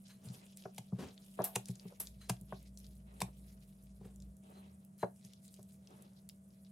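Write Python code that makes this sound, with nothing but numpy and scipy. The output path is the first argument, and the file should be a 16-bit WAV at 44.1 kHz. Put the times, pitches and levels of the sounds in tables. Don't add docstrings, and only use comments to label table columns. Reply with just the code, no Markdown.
import sys
import numpy as np
from scipy import signal
from scipy.fft import rfft, irfft, next_fast_len
from scipy.io import wavfile
from scipy.ndimage import uniform_filter1d, map_coordinates

SR = 44100
rng = np.random.default_rng(int(sys.argv[2]) if len(sys.argv) > 2 else 0)


def log_audio(samples):
    frames = np.atleast_2d(samples).T
    limited = np.clip(frames, -1, 1)
    pcm = np.round(limited * 32767).astype(np.int16)
    wavfile.write(sys.argv[1], SR, pcm)


N = 295911
TIME = np.arange(N) / SR
CUTOFF_HZ = 16200

# time in seconds, pitch in Hz, level in dB.
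FAR_MOTOR = [(0, 42.9, -85), (2.0, 52, -75), (2.09, 58.53, -58.5), (3.45, 58.3, -58), (3.7, 52.8, -67.5),
             (3.95, 57.26, -59.5), (4.31, 58, -57.5), (4.39, 72.6, -73), (4.75, 80, -62.5), (4.92, 79, -86),
             (5.8, 75.7, -74), (6.71, 72.75, -74)]
# frequency in Hz, rms level in dB.
APPLIANCE_HUM = [(193.8, -60), (646, -84.5)]
# frequency in Hz, seconds to fall by 60 dB.
KITCHEN_DECAY = [(200, 0.17), (700, 0.16), (2000, 0.15), (6000, 0.078), (12000, 0.029), (16000, .18)]
# frequency in Hz, side against mid in dB.
STEREO_WIDTH = [(100, -19.5), (220, -12.5), (400, -8), (700, 2), (1300, 9.5), (2400, -1.5), (4400, -2.5),
                (8000, -10), (15000, -1)]
# frequency in Hz, left minus right in dB.
BOWL_BALANCE = [(200, 1.1), (700, 1), (1200, 5.5), (2500, -1), (5500, 4), (9000, 0), (13000, 1)]

# frequency in Hz, relative gain in dB.
RUMBLE_SPECTRUM = [(30, -27), (70, -6.5), (105, 1.5), (140, 4.5), (210, 4.5), (260, -12), (400, -14.5),
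                   (560, -14), (680, -19), (850, -26.5), (1500, -32.5), (4000, -39.5), (10000, -28),
                   (16000, -47.5)]
WHIRR_SPECTRUM = [(30, -26), (80, 0), (140, 2), (250, -10.5), (560, -20.5), (645, -12.5), (740, -54),
                  (2000, -48)]
RUSTLE_SPECTRUM = [(600, -24), (1500, -8.5), (2300, 0.5), (4000, 4.5), (6500, 2.5), (9000, -15),
                   (16000, -48)]
FIZZ_SPECTRUM = [(3000, -57.5), (6000, -7.5), (8000, 1), (11000, 5), (13000, -2), (16000, -12.5)]
SLIDE_SPECTRUM = [(30, -39), (100, -17.5), (350, 9.5), (700, 1.5), (1300, -10.5), (2000, -12.5),
                  (2600, -8.5), (3200, -9.5), (4000, -11.5), (6000, -39.5)]
SMEAR_SPECTRUM = [(30, -19), (70, 5.5), (170, 6.5), (400, 3.5), (800, -9.5), (1600, -15), (4000, -20),
                  (10000, -26.5), (16000, -36)]
SQUIRT_SPECTRUM = [(60, -30.5), (300, -2.5), (700, 1), (2000, -1.5), (3500, -3), (6000, -2), (9000, 4.5),
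                   (14000, -0.5), (16000, -14)]
SMACK_SPECTRUM = [(60, -24), (250, -76), (450, 6.5), (900, 1), (1400, -8), (2400, 4.5), (3600, 0),
                  (6500, -0.5), (10000, 4), (13000, -2), (16000, -19.5)]

# start and length in seconds, relative rustle level in dB, oily fizz against rustle in dB.
HAND_STROKES = [(0.053, .07, -69.5, 0), (0.233, 0.15, -63, 0), (0.447, .09, -70.5, -3),
                (0.558, 0.088, -68.5, 3), (0.732, 0.089, -72, 6), (0.977, 0.19, -70, -2.5),
                (1.181, 0.47, -71.5, 4), (1.665, .05, -64, 1), (1.727, .23, -70, -1.5),
                (2.016, 0.067, -68.5, 8.5), (2.203, 0.23, -72, 0), (2.478, 0.21, -74, 2),
                (2.769, 0.098, -68.5, 1), (2.906, 0.064, -73, -18), (3.136, 0.097, -74.5, 3),
                (3.326, 0.21, -74.5, 6), (3.581, 0.15, -76, 2.5), (3.813, .06, -74, -2),
                (4.033, 0.24, -81, 2), (4.421, 0.14, -79, 3), (4.623, .15, -83, 2), (4.98, 0.032, -74, 11),
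                (5.152, 0.25, -73, -3.5), (5.412, 0.21, -71.5, 2.5), (5.683, 0.06, -73, 4),
                (5.843, 0.35, -76.5, -8), (6.502, 0.18, -77.5, 0)]
# time in seconds, relative level in dB.
RUSTLE_FLOOR = [(0, -78), (1.95, -79), (2.15, -88), (3.8, -82), (4.3, -95), (6.71, -94)]
# start and length in seconds, relative level in dB.
DOUGH_SLIDES = [(.23, 0.23, -73.5), (.6, .07, -73), (.76, 0.031, -72), (1.0, 0.11, -65.5),
                (1.37, 0.1, -58.5), (1.8, 0.12, -72.5), (2.48, 0.084, -74), (3.06, 0.23, -69.5),
                (4.42, 0.31, -71), (5.87, 0.19, -71.5)]
# frequency and width in Hz, relative level in dB.
GLOVE_MODES = [(1510, 2100, 14.5), (3020, 320, -4), (4070, 50, 14.5), (6240, 230, 6.5), (7200, 330, 1),
               (8630, 440, 9), (9900, 490, -2.5), (11600, 250, -1)]
# peak time in seconds, relative level in dB, swell and fade in seconds.
GLOVE_SLIPS = [(0.101, -62.5, 0.0078, 0.028), (2.216, -62.5, 0.0064, 0.034), (4.575, -71, 0.03, 0.033),
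               (5.024, -61.5, 0.017, 0.018)]
BUTTER_SMEARS = [(.27, -63, 0.048, 0.015), (.35, -67, 0.042, 0.13), (.987, -52.5, 0.0011, .03),
                 (1.03, -45.5, 0.027, 0.034), (2.003, -57.5, 0.0014, 0.034), (4.012, -72, 0.0064, 0.021),
                 (4.055, -60, 0.021, 0.04), (5.98, -68, 0.13, 0.15)]
DOUGH_SMACKS = [(.7825, -39.5, 0.0012, 0.0031), (1.5575, -37.5, 0.00079, 0.0017),
                (1.5605, -28, 0.0027, 0.0017), (1.688, -51.5, 0.0045, .004),
                (2.2978, -29.5, 0.0022, 0.0031), (2.308, -58, 0.0024, 0.017),
                (3.2045, -40.5, 0.00055, 0.0036), (3.2135, -41, .001, 0.0031),
                (3.2185, -28, 0.00029, 0.0021)]
# start in seconds, relative level in dB, pitch in Hz.
OIL_SNAPS = [(0.257, -55, 6340), (0.347, -51.5, 3150), (.572, -42.5, 8750), (.623, -52.5, 3800),
             (.747, -56, 8000), (1.178, -50, 3070), (1.42, -45.5, 5800), (1.657, -41.5, 6260),
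             (1.6854, -45, 7900), (1.7553, -48, 6400), (1.797, -49.5, 4200), (2.002, -44, 4360),
             (2.0714, -41.5, 4780), (2.412, -49, 11300), (2.628, -53.5, 11300), (2.774, -45, 6160),
             (2.866, -54, 4540), (4.16, -54.5, 8100), (4.202, -55.5, 5720), (4.222, -52.5, 5070),
             (4.368, -59, 9500), (4.502, -62, 13300), (4.849, -55, 12000), (5.2492, -50, 5460),
             (5.335, -49.5, 4970), (5.4798, -52.5, 7740), (5.5412, -48.5, 6320), (5.629, -50.5, 9500),
             (5.873, -52.5, 3900), (6.023, -51, 9400), (6.29, -43.5, 10760), (6.291, -50, 4650),
             (6.2963, -47, 3750)]
# peak time in seconds, relative level in dB, pitch and nominal width in Hz.
AIR_SQUIRTS = [(1.442, -34, 12100, 1720), (2.001, -38, 11600, 1550)]
# start in seconds, relative level in dB, pitch in Hz, seconds to fall by 60 dB.
AIR_POCKETS = [(.655, -32.5, 675, 0.016), (.782, -43, 670, .02), (.922, -46.5, 570, 0.021),
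               (1.39, -25.5, 595, 0.02), (1.401, -29.5, 616, 0.045), (1.442, -50.5, 674, 0.21),
               (1.559, -28.5, 880, 0.017), (1.92, -53, 512, 0.041), (2.297, -28, 695, 0.02),
               (2.524, -28.5, 654, 0.017), (3.2164, -20, 864, 0.0089), (5.029, -28.5, 835, 0.027),
               (5.0296, -41, 1475, 0.018), (5.031, -26, 602, 0.034), (5.59, -54, 590, 0.036)]
# frequency in Hz, gain in dB, seconds to fall by 60 dB.
BOWL_MODES = [(121, -3.5, 0.12), (185.5, 4, 0.077)]
# start in seconds, relative level in dB,
# extra gain of the upper mode in dB, relative level of the hollow under the dough in dB.
BOWL_PUSHES = [(0.249, -53, 11, -65), (.268, -36, -6, -69), (.299, -36, -1, -63), (.655, -46, 4, -44),
               (.788, -39.5, -2, -61), (.926, -28, 0.5, -44), (0.987, -42.5, 6, -48),
               (1.394, -34.5, 0.5, -32), (1.561, -32.5, -9.5, -40), (1.693, -29.5, -2, -48.5),
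               (1.853, -46, 9.5, -51), (2.301, -26, -3, -55.5), (2.412, -42.5, -1.5, -61),
               (2.525, -40, -2, -45.5), (3.222, -33, 0, -48.5), (4.011, -45, -11, -54.5),
               (4.054, -44, -3, -52.5), (5.031, -36.5, 4, -28.5), (5.246, -49.5, 4, -62),
               (5.588, -48, -11, -57.5)]


def from_db(db):
    return 10 ** (np.asarray(db) / 20)


def rms_one(x):
    return x / np.sqrt(np.mean(x ** 2) + 1e-20)


def steady_power(x, size=260):
    return x / np.sqrt(uniform_filter1d(x ** 2, size) + 1e-12)


def in_time(rows):
    times, *columns = np.transpose(rows)
    return [np.interp(TIME, times, column) for column in columns]


def at_hz(points, hz):
    frequencies, values = np.transpose(points)
    return np.interp(np.log(np.maximum(hz, 1)), np.log(frequencies), values)


def colour(x, spectrum):
    size = next_fast_len(x.shape[-1])
    gain = from_db(at_hz(spectrum, np.fft.rfftfreq(size, 1 / SR)))
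    return irfft(rfft(x, size) * gain, size)[..., :x.shape[-1]]


def band_filter(x, order, hz, kind):
    return signal.sosfilt(signal.butter(order, hz, kind, fs=SR, output="sos"), x)


def resonate(x, hz, width_hz):
    radius = np.exp(-np.pi * width_hz / SR)
    angle = 2 * np.pi * min(hz, SR / 2) / SR
    feed = np.array([1, 0, -1]) * (1 - radius ** 2) / 2
    return signal.lfilter(feed, [1, -2 * radius * np.cos(angle), radius ** 2], x)


def drift(per_s):
    knots = rng.standard_normal(8192)
    return rms_one(map_coordinates(knots, [TIME * per_s], order=1, mode="wrap"))


def swell_and_fade(peak_s, swell_s, fade_s):
    exponent = np.maximum((peak_s - TIME) / swell_s, (TIME - peak_s) / fade_s)
    return np.exp(-np.minimum(exponent, 40))


def add(out, start_s, sound):
    at = max(round(start_s * SR), 0)
    out[at:at + len(sound)] += sound[:max(N - at, 0)]


def spread(mid, side):
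    return mid + colour(side, STEREO_WIDTH) * np.array([[1], [-1]])


def room_tone(rumble_db=-65, waver_db=1.5, whine_ratio=2.48, whine_db=-10, whirr_db=-8):
    motor_hz, motor_db = in_time(FAR_MOTOR)
    phase = 2 * np.pi * np.cumsum(motor_hz) / SR
    drone = np.sqrt(2) * (np.sin(phase) + from_db(whine_db) * np.sin(whine_ratio * phase))
    whirr = from_db(whirr_db) * rms_one(colour(rng.standard_normal(N), WHIRR_SPECTRUM))
    motor = from_db(motor_db + waver_db * drift(14)) * (drone + whirr)
    hum = sum(from_db(db + waver_db * drift(5)) * np.sqrt(2) * np.sin(2 * np.pi * hz * TIME)
              for hz, db in APPLIANCE_HUM)
    rumble = spread(*rms_one(colour(rng.standard_normal((2, N)), RUMBLE_SPECTRUM)))
    return motor + hum + from_db(rumble_db) * rumble


def kitchen_echoes(x, tail_db=-13, early_db=-11, early_s=0.024, gap_s=0.00057):
    t = TIME[:SR // 2]
    white, tail = rng.standard_normal((2, len(t))), 0
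    edges_hz = np.geomspace(250, 16000, 7)
    for low, high in zip(edges_hz, edges_hz[1:]):
        t60 = at_hz(KITCHEN_DECAY, np.sqrt(low * high))
        tail += band_filter(white, 2, [low, high], "band") * from_db(-60 * t / t60)
    early = band_filter(rng.standard_normal((2, len(t))), 2, 500, "high") * np.exp(-t / early_s)
    echoes = from_db(tail_db) * rms_one(tail) + from_db(early_db) * rms_one(early)
    echoes *= (t > gap_s) / np.sqrt(len(t))
    return signal.fftconvolve(x[None], echoes, axes=1)[:, :N]


def inside_bowl(x, echo_db=-8, echo_s=0.022):
    t = TIME[:SR // 80]
    echoes = rms_one(rng.standard_normal(len(t)) * np.exp(-t / echo_s)) / np.sqrt(len(t))
    return x + from_db(echo_db) * signal.fftconvolve(x, echoes[None], axes=1)[:, :N]


def crackle(spectrum, per_s, clump_db, hiss_db):
    clumps = from_db(clump_db * np.minimum(drift(45), 1.5))
    clicks = rng.random((2, N)) < per_s * clumps / SR
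    sizes = np.minimum(rng.exponential(1, (2, N)), 4) * rng.choice([-1, 1], (2, N))
    grains = rms_one(clicks * sizes) + from_db(hiss_db) * rng.standard_normal((2, N))
    return spread(*rms_one(colour(inside_bowl(grains), spectrum)))


def stroke_envelope(rows, attack_s=0.0072, release_s=0.034, sag_db=3, settle_db=-7, settle_s=0.16):
    power = 0
    for start, length, db in rows:
        age = np.maximum(TIME - start, 0)
        after = np.maximum(age - length, 0)
        taking_hold = 1 - np.exp(-age / attack_s)
        easing = from_db(db - sag_db * np.minimum(age / length, 1))
        letting_go = np.exp(-np.minimum(after / release_s, 40))
        settling = from_db(settle_db) * np.exp(-after / settle_s)
        power += (taking_hold * easing * np.maximum(letting_go, settling)) ** 2
    return np.sqrt(power)


def rubbing(rustle_db=-2, fizz_db=-1.9, slide_db=3):
    rustle = stroke_envelope([(start, length, db) for start, length, db, _ in HAND_STROKES])
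    rustle = np.hypot(rustle, from_db(in_time(RUSTLE_FLOOR)[0]))
    fizz = stroke_envelope([(start, length, db + oily) for start, length, db, oily in HAND_STROKES])
    fizz = np.hypot(fizz, from_db(-79))
    slide = stroke_envelope(DOUGH_SLIDES, attack_s=0.02, release_s=0.026)
    return (rustle * from_db(rustle_db) * crackle(RUSTLE_SPECTRUM, per_s=550, clump_db=9.5, hiss_db=-6)
            + fizz * from_db(fizz_db) * crackle(FIZZ_SPECTRUM, per_s=890, clump_db=9.5, hiss_db=-1.5)
            + slide * from_db(slide_db) * crackle(SLIDE_SPECTRUM, per_s=1100, clump_db=0.5, hiss_db=3))


def squelch(x, shift_db=3.5):
    log_centres = np.log(np.geomspace(1500, 16000, 8))
    size, out = next_fast_len(N), 0
    spectrum = rfft(x, size)
    log_hz = np.log(np.fft.rfftfreq(size, 1 / SR) + 1)
    for share in np.eye(len(log_centres)):
        band = irfft(spectrum * np.interp(log_hz, log_centres, share), size)[:, :N]
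        out += band * from_db(shift_db * drift(35))
    return out * from_db(-shift_db / 4)


def glove_squeaks(gain_db=2.5):
    envelope = sum(from_db(db) * swell_and_fade(at, swell, fade) for at, db, swell, fade in GLOVE_SLIPS)
    friction = rng.standard_normal(N)
    voice = sum(from_db(db) * rms_one(resonate(friction, hz, width)) for hz, width, db in GLOVE_MODES)
    return from_db(gain_db) * envelope * rms_one(voice)


def faint_snaps(per_stroke=3, above_stroke_db=9, spread_db=4, centre_hz=6210, spread_octaves=0.5):
    rows = [stroke for stroke in HAND_STROKES for _ in range(per_stroke)]
    moments = rng.random(len(rows))
    chance = np.clip(rng.standard_normal((len(rows), 2)), -2, 2)
    return [(start + when * length,
             db + above_stroke_db + spread_db * size,
             centre_hz * 2 ** (spread_octaves * pitch))
            for (start, length, db, _), when, (size, pitch) in zip(rows, moments, chance)]


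def oil_snaps(fade_s=0.0012, width_ratio=0.84, ring_s=0.0031, ring_db=-13, scatter=0.15):
    out, t = np.zeros(N), TIME[:SR // 40]
    for start, db, hz in OIL_SNAPS + faint_snaps():
        noise = resonate(rng.standard_normal(len(t)), hz, width_ratio * hz)
        noise = resonate(noise, hz, 2 * width_ratio * hz)
        snap = steady_power(noise, size=90) * np.exp(-t / fade_s)
        cavity_hz = np.minimum(hz * np.exp(scatter * rng.standard_normal((3, 1))), CUTOFF_HZ)
        cavities = np.sin(2 * np.pi * cavity_hz * t).sum(axis=0) * np.exp(-t / ring_s)
        add(out, start, from_db(db) * (snap + from_db(ring_db) * cavities))
    return band_filter(out + 1e-18, 3, 1800, "high")


def ruptures(rows, spectrum, grain_db):
    envelope = sum(from_db(db) * swell_and_fade(at, swell, fade) for at, db, swell, fade in rows)
    grains = rng.standard_normal(N) * from_db(grain_db * np.clip(drift(1100), -1.5, 1.5))
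    return envelope * steady_power(colour(grains, spectrum))


def air_squirts(swell_s=0.001, fade_s=0.008, splash_db=-7, burst_db=2, linger_db=-14, linger_s=0.032):
    splashes = [(at, db + splash_db, swell_s, 2 * fade_s) for at, db, _, _ in AIR_SQUIRTS]
    out = ruptures(splashes, SQUIRT_SPECTRUM, grain_db=-2)
    for at, db, hz, width in AIR_SQUIRTS:
        hiss = resonate(rng.standard_normal(N), hz, 2 * width)
        whistle = steady_power(resonate(hiss, hz, 2 * width))
        burst = from_db(burst_db) * swell_and_fade(at, swell_s, fade_s)
        emptying = from_db(linger_db) * swell_and_fade(at, swell_s, linger_s)
        out += from_db(db) * whistle * (burst + emptying)
    return out


def air_plops(opening_s=0.0032, sag=0.13, overtone_ratio=1.333, overtone_db=-17,
              splutter_db=-6, splutter_linger=1.43, hollow_hz=403.3, hollow_t60_s=0.045):
    out, t = np.zeros(N), TIME[:SR // 5]
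    hollows = [(start, db, hollow_hz, hollow_t60_s) for start, _, _, db in BOWL_PUSHES]
    for start, db, hz, t60 in AIR_POCKETS + hollows:
        sinking_hz = hz * (1 + sag * (np.exp(-4 * t / t60) - 0.5))
        phase = 2 * np.pi * np.cumsum(sinking_hz) / SR
        ring = np.sin(phase) + from_db(overtone_db) * np.sin(overtone_ratio * phase)
        ring *= from_db(-60 * t / t60)
        noise = steady_power(resonate(rng.standard_normal(len(t)), hz, width_hz=0.26 * hz))
        splutter = band_filter(noise, 6, 2.52 * hz, "low")
        splutter *= from_db(splutter_db - 60 * t / (splutter_linger * t60))
        add(out, start, 2 * from_db(db) * (ring + splutter) * (1 - np.exp(-t / opening_s)))
    return out


def bowl_thuds(contact_s=0.016):
    out, t = np.zeros(N), TIME[:SR // 3]
    contact = 1 - np.exp(-t / contact_s)
    for start, db, upper_db, _ in BOWL_PUSHES:
        for mode, (hz, mode_db, t60) in enumerate(BOWL_MODES):
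            ring = np.sin(2 * np.pi * hz * t) * from_db(db + mode_db + mode * upper_db - 60 * t / t60)
            add(out, start, (-1) ** mode * 2 * ring * contact)
    return out


def scene(left_lag_samples=0.67, squirt_room_db=4):
    squirts = air_squirts()
    wet = air_plops() + oil_snaps() + glove_squeaks()
    wet += ruptures(DOUGH_SMACKS, SMACK_SPECTRUM, grain_db=2.5)
    wet += ruptures(BUTTER_SMEARS, SMEAR_SPECTRUM, grain_db=1.5)
    near = band_filter(wet + squirts + bowl_thuds(), 3, 50, "high")
    delayed = map_coordinates(near, [np.arange(N) - left_lag_samples], order=3)
    left = colour(delayed, [(hz, db / 2) for hz, db in BOWL_BALANCE])
    right = colour(near, [(hz, -db / 2) for hz, db in BOWL_BALANCE])
    echoes = kitchen_echoes(wet + from_db(squirt_room_db) * squirts)
    return np.array([left, right]) + echoes + squelch(rubbing()) + room_tone()


def record(dry):
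    return signal.sosfilt(signal.ellip(10, 0.1, 80, CUTOFF_HZ, fs=SR, output="sos"), dry)


dry = scene()
out = record(dry)
log_audio(out)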